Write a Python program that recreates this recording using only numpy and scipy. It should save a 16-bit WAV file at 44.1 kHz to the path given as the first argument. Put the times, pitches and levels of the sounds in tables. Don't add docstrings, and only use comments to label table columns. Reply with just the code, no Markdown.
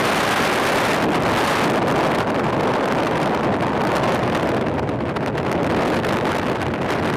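import sys
import numpy as np
from scipy import signal
from scipy.fft import rfft, irfft
from scipy.io import wavfile
from scipy.ndimage import uniform_filter1d

SR = 44100
rng = np.random.default_rng(int(sys.argv[2]) if len(sys.argv) > 2 else 0)


def decibels_to_gain(level_db):
    exponent = np.asarray(level_db, float) / 20
    return 10 ** exponent


def dump_mix(stems):
    frames = np.atleast_2d(stems).T
    limited = np.clip(frames, -1, 1)
    pcm = np.round(limited * 32767).astype(np.int16)
    wavfile.write(sys.argv[1], SR, pcm)


N = 315756
FULL_EDDY_DB = -34


def rms_one(x):
    return x / np.sqrt(np.mean(x ** 2) + 1e-20)


def in_time(rows):
    s, *columns = np.transpose(rows)
    return [np.interp(np.arange(N) / SR, s, column) for column in columns]


def at_hz(points, hz):
    points_hz, values = np.transpose(points)
    return np.interp(np.log(hz + 1), np.log(points_hz), values)


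def drift(rate_hz):
    r = np.exp(-2 * np.pi * rate_hz / SR)
    wander = signal.lfilter([1], [1, -2 * r, r * r], rng.standard_normal(N + SR))
    return rms_one(wander[SR:])


def coloured(white, gain):
    hz = np.fft.rfftfreq(len(white), 1 / SR)
    return irfft(rfft(white) * gain(hz), len(white))


def band_noise(low_hz, high_hz):
    band = signal.butter(2, [low_hz, high_hz], "band", fs=SR, output="sos")
    return rms_one(signal.sosfilt(band, rng.standard_normal(N)))


# frequency in Hz, relative density in dB per Hz.
BUFFET_SPECTRUM = [(35, -46), (60, -20), (129, -1.5), (329, -0.5), (643, -3.5), (1080, -15), (1240, -32),
                   (2500, -29), (3250, -40.5), (5500, -120)]


def buffet(level_db, flare):
    white = rng.standard_normal(N)
    swings = rms_one(coloured(white, lambda hz: decibels_to_gain(at_hz(BUFFET_SPECTRUM, hz))))
    lumps = decibels_to_gain(level_db + 1.5 * drift(5.9))
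    return lumps * swings * flare ** 0.31


# frequency in Hz, relative density in dB per Hz.
RUSH_SPECTRUM = [(90, -21), (200, 0.5), (400, 0.5), (770, 1), (1700, -2.5), (2800, -9), (4500, -18),
                 (7800, -28.5), (9000, -29), (12000, -31), (15500, -39)]
# band centre in Hz, share (dB of rush per dB of eddy strength).
RUSH_FOLLOWING = [(250, 0.1), (700, 0.69), (1500, 0.58), (3000, 0.78), (6000, 1.13), (14000, 1.6)]


def rush(eddy_db):
    snaps = decibels_to_gain(2.74 * rng.exponential(1, N))
    white = rms_one(rng.standard_normal(N) * snaps)
    white = rms_one(coloured(white, lambda hz: decibels_to_gain(at_hz(RUSH_SPECTRUM, hz))))
    centres = [hz for hz, share in RUSH_FOLLOWING]
    total = 0
    for k, (centre_hz, share) in enumerate(RUSH_FOLLOWING):
        slope = list(zip(centres, np.arange(len(centres)) == k))
        band = coloured(white, lambda hz: at_hz(slope, hz))
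        total = total + decibels_to_gain(share * (eddy_db - FULL_EDDY_DB)) * band
    return decibels_to_gain(-20.5) * total


# start in seconds, strength in dB before flutter and limit, time scale of dying away in seconds.
EDDY_STRIKES = [(1.8161, -42, 0.008), (2.153, -35.5, 0.006), (2.344, -40, 0.004), (2.525, -40, 0.017),
                (3.622, -31.5, 0.0078), (3.666, -33.5, 0.0038), (3.805, -38, 0.01), (4.03, -35, 0.02),
                (4.076, -34.5, 0.012), (4.346, -30.5, 0.01), (4.429, -37.5, 0.0054), (4.543, -36, 0.004),
                (4.564, -40, 0.012), (4.61, -35, 0.0067), (4.6645, -39, 0.0056), (4.779, -42.5, 0.012),
                (4.793, -36, 0.004), (4.828, -44.5, 0.0049), (4.89, -35, 0.0065), (5.006, -44.5, 0.0032),
                (5.088, -44, 0.02), (5.162, -34, 0.0096), (5.206, -44, 0.006), (5.224, -43, 0.015),
                (5.274, -39.5, 0.013), (5.3515, -44, 0.0049), (5.378, -31, 0.0071), (5.4624, -37.5, 0.0088),
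                (5.5516, -44.5, 0.006), (5.697, -37, 0.01), (6.046, -31, 0.005), (6.145, -44, 0.005),
                (6.251, -37, 0.0083), (6.497, -37, 0.0057), (6.627, -32, 0.0053), (6.7375, -33, 0.004)]


def strikes():
    t, struck = np.arange(N) / SR, np.zeros(N)
    for start, strength_db, length in EDDY_STRIKES:
        near = slice(int(start * SR), int((start + 0.05) * SR))
        after = (t[near] - start) / length
        struck[near] += decibels_to_gain(strength_db) * np.clip(4.9 * after, 0, 1) * np.exp(-after ** 2)
    return struck * decibels_to_gain(3.6 * drift(430))


def ticks():
    per_second, mean_lift_db, half_length_s = 110, 6.0, 0.00062
    born = (rng.random(N) < per_second / SR) * rng.exponential(1, N)
    t = np.arange(-0.004 * SR, 0.004 * SR) / SR
    return mean_lift_db * np.convolve(born, np.exp(-(t / half_length_s) ** 2), "same")


# corner rate in Hz, spread in dB at a restlessness of 1.
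EDDY_WANDER = [(20, 1.5), (150, 6), (500, 7), (1200, 2)]


def small_eddies(mean_db, restless):
    strongest_db = -28
    wander_db = sum(spread_db * drift(rate_hz) for rate_hz, spread_db in EDDY_WANDER)
    chance_db = np.clip(restless, 0, 2) * (ticks() + wander_db)
    free = np.hypot(decibels_to_gain(mean_db + chance_db), strikes()) / decibels_to_gain(strongest_db)
    limited = free / np.sqrt(1 + free ** 2)
    return strongest_db + 20 * np.log10(limited)


def flares(eddy_db):
    flare = decibels_to_gain(0.47 * eddy_db)
    return flare / np.sqrt(uniform_filter1d(flare ** 2, size=SR // 2))


# middle in seconds, depth in dB for the mean small-eddy strength, half length in seconds.
STREAM_LULLS = [(1.073, 8, 0.013), (1.805, 16, .015), (1.934, 10, 0.017), (2.166, 9, .015),
                (2.256, 12, 0.013), (2.433, 9, .015), (2.51, 13, .018), (2.946, 12, 0.0062),
                (3.312, 9, 0.017), (3.592, 10, .015), (3.655, 4, 0.013), (4.065, 10, .006),
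                (4.312, 10, .006), (4.385, 10, .006), (4.61, 14, 0.0068), (4.663, 12, 0.013),
                (4.768, 8, 0.0084), (4.814, 13, 0.015), (4.975, 9, .02), (5.143, 10, 0.011),
                (5.19, 12, 0.011), (5.314, 10, .016), (5.34, 8, .008), (5.417, 8, 0.0088),
                (5.686, 14, 0.0073), (6.018, 16, 0.015), (6.208, 15, 0.017), (6.402, 11, 0.0088),
                (6.58, 12, .014), (6.725, 11, 0.0084), (6.774, 6, 0.0083)]


def lulls():
    t = np.arange(N) / SR
    return -sum(depth_db * np.exp(-((t - middle) / half) ** 2) for middle, depth_db, half in STREAM_LULLS)


def roar(level_db, flare):
    return decibels_to_gain(level_db) * flare * band_noise(500, 1103)


# time in seconds, level in dB ahead of the microphone.
DEEP_LEVEL = [(0.0, -41), (1.3, -35.5), (2.8, -41.5), (4.3, -34), (7.16, -32.5)]


def deep_rumble():
    level_db, = in_time(DEEP_LEVEL)
    return decibels_to_gain(level_db) * band_noise(68.5, 152)


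# time in seconds, buffet level in dB, mean small-eddy strength in dB, roar level in dB.
AIRSTREAM = [(0.0, -26, -29.5, -46), (0.5, -27.5, -31.5, -36), (0.92, -25.5, -31.5, -30),
             (1.06, -21, -44.5, -26), (1.3, -22.5, -44, -23.5), (1.43, -25.5, -30, -29),
             (1.58, -25.5, -35, -27), (1.75, -21, -46.5, -24), (2.05, -21.5, -43.5, -22.5),
             (2.3, -23, -51, -26.5), (2.75, -22, -50, -23.5), (3.3, -22.5, -48.5, -27),
             (3.6, -24, -58, -26), (4.05, -21, -47, -24.5), (4.5, -23, -53.5, -29.5),
             (4.97, -25.5, -66, -35.5), (5.4, -24, -61, -33.5), (5.8, -22.5, -45.5, -29),
             (6.4, -24.5, -48.5, -30.5), (6.75, -25, -55.5, -37), (7.0, -25.5, -48, -33),
             (7.16, -30.5, -58, -38)]


def scene():
    buffet_db, mean_db, roar_db = in_time(AIRSTREAM)
    dip_db = lulls()
    restless = 0.8 + 0.008 * (FULL_EDDY_DB - mean_db)
    eddy_db = small_eddies(mean_db + dip_db, restless)
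    flare = flares(eddy_db)
    large = buffet(buffet_db + 0.21 * dip_db, flare)
    pressure = large + rush(eddy_db) + roar(roar_db, flare) + deep_rumble()
    return pressure[None]


def band_limit(x):
    return signal.sosfilt(signal.butter(12, 16790, fs=SR, output="sos"), x)


# centre in Hz, width in Hz, lift in dB.
PORT_CAVITY = (9000, 1000, 4.0)


def record(dry):
    capsule_top, ceiling, knee = 0.36, 0.206, 7
    hz, width, lift_db = PORT_CAVITY
    b, a = signal.iirpeak(hz, hz / width, fs=SR)
    cavity = (decibels_to_gain(lift_db) - 1) * signal.lfilter(b, a, dry)
    x = decibels_to_gain(3.5) * (dry + cavity)
    x = capsule_top * np.tanh(x / capsule_top)
    bass_cut = signal.butter(2, 60.0, "high", fs=SR, output="sos")
    x = signal.sosfilt(bass_cut, x) / ceiling
    x = ceiling * x / (1 + np.abs(x) ** knee) ** (1 / knee)
    top_cut = signal.ellip(10, 0.2, 45, 15450, fs=SR, output="sos")
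    x = signal.sosfiltfilt(top_cut, x)
    return band_limit(x)


dry = scene()
out = record(dry)
dump_mix(out)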